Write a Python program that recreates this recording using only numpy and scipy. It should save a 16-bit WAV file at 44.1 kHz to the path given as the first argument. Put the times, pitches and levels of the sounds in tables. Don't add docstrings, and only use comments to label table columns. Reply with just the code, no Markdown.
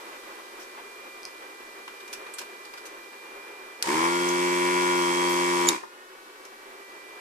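import sys
import numpy as np
from scipy import signal
from scipy.fft import rfft, irfft, next_fast_len
from scipy.io import wavfile

SR = 44100
rng = np.random.default_rng(int(sys.argv[2]) if len(sys.argv) > 2 else 0)


def generate_wav(signal):
    frames = np.transpose(np.atleast_2d(signal))
    scaled = np.clip(frames, -1, 1) * 32767
    pcm = np.round(scaled).astype(np.int16)
    wavfile.write(sys.argv[1], SR, pcm)


N = 317705
TIME = np.arange(N) / SR

# blade_rate_multiple, left_db, right_db
FAN_TONES = [(1, -61, -61), (2, -74, -74), (3, -62, -72), (4, -65, -72), (5, -75, -63), (6, -68, -64),
             (7, -68, -64), (8, -73, -72)]
# centre_hz, width_hz, lift_db
FAN_CASE_MODES = [(1430, 170, 12.5), (1830, 15, 10), (1880, 28, -3), (1973, 40, 14), (2124, 86, -12.5),
                  (2405.7, 42, 17.5), (2750, 35, -9), (2910, 72, 7)]
# time_s, gain_db
SIXTH_TONE_GAIN = [(0, -1), (.95, 1), (1.45, 2), (2.2, 2), (2.8, 1.5), (3.5, 2.5), (7, 5)]
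# freq_hz, density_db
FAN_RUSH = [(25, -5), (70, -41), (120, -27), (190, -24.5), (230, -10), (265, -12.5), (340, -0.5),
            (395, 1.5), (450, -3), (520, -1.5), (620, -8), (780, -6.5), (1050, -2), (1400, -5.5),
            (1900, -7.5), (2700, -11)]
FAN_HISS = [(2000, -39), (3000, 1), (4000, 1.5), (5500, -2), (7500, -4.5), (10000, -6), (14500, -8.5)]
# time_s, gain_db
DRAUGHT_GAIN = [(0, 2.1), (.9, 0), (2.5, -0.1), (3.4, -1), (7.2, -1.6)]
# freq_hz, correlation
LIKENESS = [(60, 0.17), (200, 0.51), (400, 1), (650, 0.66), (1000, 0.56), (1600, 0.072), (2500, 0.072),
            (4000, 0.14), (8000, 0.041), (14000, 0.12)]
# start_s, level_db, length_s, brightest_hz, knock_re_burst_db, broad_re_peak_db
NOZZLE_BURSTS = [(0.597, -49, 0.038, 5700, -13, 7), (1.8765, -44.5, 0.005, 3150, 7, 6),
                 (2.001, -47.5, 0.0087, 3600, -8, 13), (2.076, -47, 0.01, 6270, -15, 9),
                 (2.127, -35.5, 0.013, 5700, -6, 12), (2.265, -52, 0.0047, 4000, 13, 4),
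                 (2.336, -37, 0.0086, 8700, -20, -4), (2.383, -33.5, 0.011, 5400, -6.5, 15),
                 (2.413, -41.5, 0.0074, 4200, 1.5, 17), (2.649, -47, 0.008, 4600, -8, 8),
                 (2.735, -46.5, 0.007, 4840, 4.5, 6), (2.774, -46.5, 0.01, 4930, 1, 8),
                 (2.853, -44, 0.019, 6360, -25, 16), (4.286, -28, 0.0039, 6340, -12, -2),
                 (5.294, -43, 0.044, 11900, -20, -8), (6.449, -45, 0.0059, 5900, -8, 4)]
# freq_hz, t60_s
BOARD_MODES = [(980, 0.014), (1420, 0.011), (1800, 0.0091), (2350, 0.0056)]
# start_s, level_db
TAPS = [(1.2318, -34), (1.2526, -25)]
# freq_hz, level_db, t60_s
PIN_MODES = [(2300, -8, .006), (4340, -6, 0.0068), (5030, 0, 0.01), (6200, -7, 0.011), (8360, -4, 0.0022),
             (11100, -7, .002)]
# start_s, level_db, pan_db, colour_hz (modes near it ring most)
TRIGGER_CONTACTS = [(3.825, -15, -6, 4870), (3.8255, -13, 1, 6000), (5.6873, -9.5, -6, 7640),
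                    (5.6883, -9, -1, 6500)]
# freq_hz, level_db, t60_s
TRIGGER_MODES = [(1400, -14, .015), (2400, -7, .012), (3150, -13, .012), (4550, -8, .007), (5050, -5, .009),
                 (6050, -9, .008), (7250, -6, .011), (8000, -10, .009), (11800, -13, .008)]
# full_speed_multiple, left_db, right_db
HOUSING = [(1, -84, -84), (2, -43, -42), (3, -41, -39), (4, -29, -27), (5, -46, -45), (6, -42, -47),
           (7, -48, -52), (8, -59, -56), (9, -50, -45), (10, -42, -45), (11, -28, -45), (12, -36, -37),
           (13, -35, -42), (14, -41, -43), (15, -45, -54), (16, -49, -53), (17, -50, -44), (18, -48, -42),
           (19, -40, -46), (20, -49, -42), (21, -43, -42), (22, -43, -39), (23, -44, -43), (24, -41, -39),
           (25, -42, -39), (26, -34.5, -35.5), (27, -46, -48), (28, -48, -48), (29, -55, -53),
           (30, -48, -47), (31, -55, -53), (32, -56, -52), (33, -56, -53), (34, -53, -53), (35, -56, -49),
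           (36, -55, -54), (37, -48, -45), (38, -47, -44), (39, -53, -60), (40, -61, -58)]
# stroke_rate_multiple, left_db, right_db
WHINE_TONES = [(16, -35.5, -44), (17, -51, -43), (21, -48, -48), (30, -48, -48), (37, -49, -46),
               (42, -54, -58)]
# freq_hz, density_db
RATTLE_SPECTRUM = [(35, -59), (90, -21.5), (170, -12.5), (255, -22), (315, -1.5), (390, -2.5), (520, -7),
                   (730, -9.5), (970, 2.5), (1250, -7.5), (1750, -4.5), (2250, -5), (2900, -13),
                   (4000, -19.5)]
AIR_SPECTRUM = [(2200, 0), (3300, 0), (4000, -3), (5200, 0.5), (5900, -1), (8700, -2), (10500, -9),
                (12500, -13), (14200, -17)]
# time_s, strokes_hz
LOADED_SPEED = [(4.2, 88.3), (4.45, 88.8), (4.626, 88.6), (4.718, 89.4), (4.98, 88.5), (5.014, 87.9),
                (5.102, 87.5), (5.16, 88.1), (5.536, 88.2), (5.654, 87.8), (5.7, 87.0)]
# time_s, slap_db, tick_db
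STROKE_GAINS = [(3.88, -9, -6.5), (4.04, 4, 0.5), (4.2, -1, -2), (4.55, -1.4, 1), (4.76, 0.5, 2.5),
                (5.06, 1.2, -0.5), (5.5, 0.4, 0.5), (5.7, 1.6, -0.8)]
# running_db, labour_db, growth_db_per_s, swell_db, fall_db_per_s
THUMP_ENV = (-27.5, 1, 0.13, 44, 162)
SLAP_ENV = (-34, 3.5, 1, 5, 109)
TICK_ENV = (-34.5, 1, -0.07, 13, 114)
RATTLE_ENV = (-38.5, 6, 1.8, 6.5, 115)
AIR_ENV = (-37, 2, 1.1, 4.5, 141)
# freq_hz, level_db, t60_s
PANEL_MODES = [(462, -3, .05), (927, 4, 0.17), (1034, 0, 0.14)]

EAR_LAG_S = 0.0003776
FAN_FREE_HZ, FAN_DRAGGED_HZ, FAN_INERTIA_S = 396.9, 333, .46
HUNT_HZ, HUNT_PERIOD_S, HUNT_TOP_S = 0.99, 1.22, 0.99
RUSH_DB, RUSH_POWER, HISS_DB, HISS_POWER = -45.5, 3.6, -52.5, 3.2
PUMP_ON_S, PUMP_OFF_S, FULL_SPEED_HZ = 3.83, 5.70, 88.4
KICK_SHARE, SPIN_UP_S, BRAKE_HZ_PER_S, COAST_S = .56, .083, 450, .105
ATTACK_S = .055
LABOUR_S, SETTLE_S = 0.24, 0.023
PANEL_DB, PANEL_START_S, PANEL_END_S = -33.5, 3.84, 4.15
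SNAP_S, SLIDE_S, SQUEAK_HZ, SQUEAK_SAG_HZ_PER_S = 5.688, 0.019, 7130, 190000
SLIDE_DB, GRIP_DB, GRIP_S, SQUEAK_DECAY_S = -24, -11.5, 0.0019, 0.005
CUTOFF_HZ = 14800


def from_db(db):
    return 10 ** (np.asarray(db) / 20)


def rms_one(x):
    return x / np.sqrt(np.mean(x ** 2) + 1e-20)


def since(start_s):
    return np.maximum(TIME - start_s, 0)


def in_time(rows):
    time_s, *columns = np.transpose(rows)
    return [np.interp(TIME, time_s, column) for column in columns]


def at_hz(points, hz):
    freq_hz, values = np.transpose(points)
    return np.interp(np.log(hz), np.log(freq_hz), values)


def panned(pan_db):
    return from_db(np.array([[pan_db], [-pan_db]]) / 2)


def drift(rate_hz):
    knots = rng.standard_normal(int(2 * rate_hz * N / SR) + 2)
    return rms_one(np.interp(TIME * 2 * rate_hz, np.arange(len(knots)), knots))


def bandpass(x, order, low_hz, high_hz):
    band_hz = [low_hz, min(high_hz, .45 * SR)]
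    return signal.sosfilt(signal.butter(order, band_hz, "band", fs=SR, output="sos"), x)


def ring(x, hz, t60_s):
    radius = from_db(-60 / (t60_s * SR))
    angle = 2 * np.pi * hz / SR
    feedback = [1, -2 * radius * np.cos(angle), radius ** 2]
    return signal.lfilter([0, np.sin(angle)], feedback, x + 1e-18)


def ring_modes(x, modes):
    return sum(from_db(db) * ring(x, hz, t60_s) * (-1) ** k for k, (hz, db, t60_s) in enumerate(modes))


def lagged(hz):
    lag_s = EAR_LAG_S * np.clip(hz / 1400, .65, 1) * np.array([[1], [0]])
    return np.exp(-2j * np.pi * hz * lag_s)


def stereo_noise(spectrum):
    size = next_fast_len(N)
    hz = np.maximum(np.fft.rfftfreq(size, 1 / SR), 1)
    gain = from_db(at_hz(spectrum, hz))
    gain = gain / (1 + (spectrum[0][0] / hz) ** 4)
    gain = gain / (1 + (hz / spectrum[-1][0] / 1.2) ** 8)
    alike = np.clip(at_hz(LIKENESS, hz), -1, 1)
    mid, side = rfft(rng.standard_normal((2, size)))
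    pair = np.sqrt(1 + alike) * mid + np.sqrt(1 - alike) * side * [[1], [-1]]
    return rms_one(irfft(gain * lagged(hz) * pair, size)[:, :N])


def room(x, t60_s, wet_db, dull_hz):
    t = TIME[:SR // 2]
    tail = rng.standard_normal((2, len(t))) * from_db(-60 * t / t60_s) * (t > .004)
    tail = tail / np.sqrt(np.sum(tail[0] ** 2))
    lowpass = signal.butter(1, min(dull_hz, .45 * SR), fs=SR, output="sos")
    tail = signal.sosfilt(lowpass, tail)
    return x + from_db(wet_db) * signal.fftconvolve(x, tail, axes=1)[:, :N]


def fan_speed():
    drag = np.exp(-since(PUMP_OFF_S) / FAN_INERTIA_S) - np.exp(-since(PUMP_ON_S) / FAN_INERTIA_S)
    return FAN_FREE_HZ + (FAN_DRAGGED_HZ - FAN_FREE_HZ) * drag


def fan(waver_db, gust_db):
    hunt = np.cos(2 * np.pi * (TIME - HUNT_TOP_S) / HUNT_PERIOD_S)
    blades_hz = fan_speed() + HUNT_HZ * hunt
    pace = blades_hz / FAN_FREE_HZ
    phase = 2 * np.pi * np.cumsum(blades_hz * (1 + 0.00062 * drift(15))) / SR
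    heard_phase = phase - 2 * np.pi * blades_hz * EAR_LAG_S * [[1], [0]]
    out = from_db(RUSH_DB + gust_db * drift(14)) * pace ** RUSH_POWER * stereo_noise(FAN_RUSH)
    out += from_db(HISS_DB) * pace ** HISS_POWER * stereo_noise(FAN_HISS)
    out *= from_db(in_time(DRAUGHT_GAIN))
    sixth_db, = in_time(SIXTH_TONE_GAIN)
    for k, left_db, right_db in FAN_TONES:
        tone_db = waver_db * drift(7) + (k == 6) * sixth_db
        for hz, width_hz, lift_db in FAN_CASE_MODES:
            tone_db = tone_db + lift_db / (1 + ((k * blades_hz - hz) / width_hz) ** 2)
        gain = from_db(tone_db) * from_db([[left_db], [right_db]])
        out += gain * np.sqrt(2) * np.sin(k * heard_phase)
    return out


def nozzle_bursts(grain_db, attack_s, release_s):
    out = np.zeros((2, N))
    t = TIME[:SR // 6]
    for start_s, level_db, length_s, hz, knock_db, broad_db in NOZZLE_BURSTS:
        grain_levels = np.repeat(rng.uniform(-1.2, 1, len(t)), 20)[:len(t)]
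        grains = rng.standard_normal((2, len(t))) * from_db(grain_db * grain_levels)
        peak = bandpass(grains, 2, hz / 1.184, hz * 1.11)
        broad = bandpass(grains, 1, hz / 4, hz * 1.5)
        burst = rms_one(rms_one(peak) + from_db(broad_db) * rms_one(broad))
        knock = rms_one(ring_modes(grains, [(mode_hz, 0, t60_s) for mode_hz, t60_s in BOARD_MODES]))
        envelope = np.minimum(t / attack_s, 1) * np.exp(-np.maximum(t - length_s, 0) / release_s)
        start = int(start_s * SR)
        out[:, start:start + len(t)] += from_db(level_db) * envelope * (burst + from_db(knock_db) * knock)
    return out


def taps():
    start_s, level_db = np.transpose(TAPS)
    clicks = np.bincount((start_s * SR).astype(int), from_db(level_db), N)
    return ring_modes(clicks, PIN_MODES)


def trigger(crack_s, crack_db, squeak_pan_db):
    out = np.zeros((2, N))
    t = TIME[:SR // 10]
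    for start_s, level_db, pan_db, colour_hz in TRIGGER_CONTACTS:
        crack = from_db(crack_db) * rng.standard_normal((2, len(t))) * np.exp(-t / crack_s)
        hit = bandpass(crack, 2, colour_hz / 3.3, colour_hz * 1.63)
        for hz, mode_db, t60_s in TRIGGER_MODES:
            fade_db = -60 * t / t60_s
            off_colour_db = min(22 * np.log2(hz / colour_hz) ** 2, 9)
            tone = np.sin(2 * np.pi * (hz * t + rng.random((2, 1))))
            hit += from_db(mode_db + fade_db - off_colour_db) * tone
        start = int(start_s * SR)
        out[:, start:start + len(t)] += from_db(level_db) * panned(pan_db) * hit
    out += panned(squeak_pan_db) * squeak(rough=0.0112)
    return out + spring(level_db=-12.0, hz=3740, t60_s=0.023)


def pump_speed():
    loaded_hz, = in_time(LOADED_SPEED)
    spin_up = 1 - (1 - KICK_SHARE) * np.exp(-since(PUMP_ON_S) / SPIN_UP_S)
    return np.maximum(loaded_hz * spin_up - BRAKE_HZ_PER_S * since(PUMP_OFF_S), 0)


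def pump_gain(running_db, labour_db, growth_db_per_s, swell_db, fall_db_per_s):
    age_s = since(PUMP_ON_S)
    attack_db = swell_db * np.minimum(age_s / ATTACK_S - 1, 0)
    labouring = (1 - np.tanh((age_s - LABOUR_S) / SETTLE_S / 2)) / 2
    held_db = running_db + labour_db * labouring + growth_db_per_s * age_s
    return from_db(held_db + attack_db - fall_db_per_s * since(PUMP_OFF_S))


def strokes(turns, lag_turns, jitter_s, uneven_db):
    chance = rng.standard_normal((int(turns[-1]), 2))
    at_s = np.interp(np.arange(len(chance)) + lag_turns, turns, TIME) + jitter_s * chance[:, 0]
    at = np.clip(at_s * SR, 0, N - 2)
    whole = at.astype(int)
    part = at - whole
    size = from_db(uneven_db * chance[:, 1])
    return np.bincount(whole, size * (1 - part), N) + np.bincount(whole + 1, size * part, N)


def housing(pulses, rows):
    size = 2 * next_fast_len(N // 2 + 1)
    multiple, *sides_db = np.transpose(rows)
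    hz = np.fft.rfftfreq(size, 1 / SR)
    axis = hz / FULL_SPEED_HZ
    beyond = np.abs(axis - np.clip(axis, multiple[0], multiple[-1]))
    edge_db = np.minimum(14 * beyond ** 2, 30)
    gain = from_db([np.interp(axis, multiple, side_db) - edge_db for side_db in sides_db])
    gain = gain / (1 + (beyond / 6) ** 2)
    cepstrum = irfft(np.log(gain.mean(axis=0)), size)
    phase = 2 * rfft(cepstrum[:size // 2], size).imag
    out = irfft(gain * np.exp(1j * phase) * lagged(hz) * rfft(pulses, size), size)[:, :N]
    steady = (TIME > 4.2) & (TIME < 5.6)
    return out / np.std(out[:, steady].mean(axis=0))


def case_echo(x, delay_s, share):
    gap = np.zeros(int(delay_s * SR))
    share = np.clip(share, 0, .9)
    return signal.lfilter(np.r_[-share, gap, 1], np.r_[1, gap, -share], x)


def motor_whine(turns, speed_hz):
    heard_turns = turns - speed_hz * EAR_LAG_S * [[1], [0]]
    out = np.zeros((2, N))
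    for k, left_db, right_db in WHINE_TONES:
        gain = from_db([[left_db], [right_db]]) * from_db(3.1 * drift(2))
        out += gain * np.sqrt(2) * np.sin(2 * np.pi * k * heard_turns)
    return out * np.minimum(speed_hz / FULL_SPEED_HZ, 1) ** 16


def panel(turns, pan_db, fade_s):
    blows = strokes(turns, lag_turns=.4, jitter_s=.00005, uneven_db=1.5)
    shaking = np.clip(since(PANEL_START_S) / 0.017, 0, 1) * np.clip((PANEL_END_S - TIME) / fade_s, 0, 1)
    sound = shaking * ring_modes(blows, PANEL_MODES)
    return from_db(PANEL_DB) * panned(pan_db) * sound / np.std(sound[shaking > 0])


def pump():
    speed_hz = pump_speed()
    running = np.clip(since(PUMP_ON_S) / .01, 0, 1)
    running = running * np.clip((PUMP_OFF_S + COAST_S - TIME) / .04, 0, 1)
    turns = np.cumsum(speed_hz * (running > 0) * (1 + .0008 * drift(10))) / SR
    low, middle, high = HOUSING[:7], HOUSING[7:17], HOUSING[17:]
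    slap_load, tick_load = from_db(in_time(STROKE_GAINS))

    thump = housing(strokes(turns, lag_turns=.16, jitter_s=.00002, uneven_db=.4), low)
    thump = pump_gain(*THUMP_ENV) * thump
    slap = housing(strokes(turns, lag_turns=.5, jitter_s=.000009, uneven_db=.55), middle)
    slap = case_echo(slap_load * pump_gain(*SLAP_ENV) * slap, delay_s=.0022, share=0.33)
    tick = housing(strokes(turns, lag_turns=.56, jitter_s=.000005, uneven_db=.7), high)
    tick = case_echo(tick_load * pump_gain(*TICK_ENV) * tick, delay_s=.0021, share=0.49)
    buzz = thump + slap + tick + motor_whine(turns, speed_hz) + panel(turns, pan_db=3, fade_s=.11)

    shake_db = 6 * np.clip(1 - speed_hz / FULL_SPEED_HZ, 0, .25)
    rattle = pump_gain(*RATTLE_ENV) * from_db(shake_db) * stereo_noise(RATTLE_SPECTRUM)
    rattle = rattle * (1 + .45 * np.cos(2 * np.pi * (turns - .7)))
    air = pump_gain(*AIR_ENV) * stereo_noise(AIR_SPECTRUM) * panned(-2.9)
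    air = air * (1 + .27 * np.cos(2 * np.pi * (turns - .55)))

    buzz = room(running * buzz, t60_s=.35, wet_db=-18, dull_hz=7000)
    return buzz + room(running * (rattle + air), t60_s=.38, wet_db=-4, dull_hz=9000)


def squeak(rough):
    sliding = np.clip(since(SNAP_S - SLIDE_S) / .001, 0, 1)
    slide = from_db(SLIDE_DB) * np.exp(-since(SNAP_S) / SQUEAK_DECAY_S)
    grip = from_db(GRIP_DB) * np.exp(-np.abs(TIME - SNAP_S) / GRIP_S)
    hz = np.maximum(SQUEAK_HZ - SQUEAK_SAG_HZ_PER_S * since(SNAP_S - GRIP_S), SQUEAK_HZ / 2)
    phase = 2 * np.pi * np.cumsum(hz * (1 + rough * drift(400))) / SR
    return sliding * (slide + grip) * np.sin(phase)


def spring(level_db, hz, t60_s):
    age_s = since(SNAP_S)
    return from_db(level_db - 60 * age_s / t60_s) * np.sin(2 * np.pi * hz * age_s)


def last_stroke(at_s, level_db, t60_s):
    age_s = since(at_s)
    puff = rng.standard_normal((2, N)) * age_s / 0.0029 * np.exp(-age_s / 0.0043)
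    puff = np.diff(puff, prepend=0) * SR / (2 * np.pi * 1000)
    modes = ring(puff, 980, t60_s) - 1.6 * ring(puff, 350, t60_s) - 0.14 * ring(puff, 1900, t60_s / 2)
    return from_db(level_db) * modes


def scene():
    touches = nozzle_bursts(grain_db=2.5, attack_s=0.0023, release_s=0.004) + taps()
    close = touches + last_stroke(at_s=5.831, level_db=-46, t60_s=0.029)
    close = room(close, t60_s=0.17, wet_db=-4.0, dull_hz=9050)
    clicks = trigger(crack_s=0.0047, crack_db=-4.0, squeak_pan_db=-4)
    clicks = room(clicks, t60_s=.25, wet_db=-13, dull_hz=9000)
    return fan(waver_db=0.5, gust_db=1.43) + close + clicks + pump()


def record(dry):
    lowpass = signal.ellip(10, .2, 80, CUTOFF_HZ, fs=SR, output="sos")
    return signal.sosfilt(lowpass, np.tanh(dry))


dry = scene()
out = record(dry)
generate_wav(out)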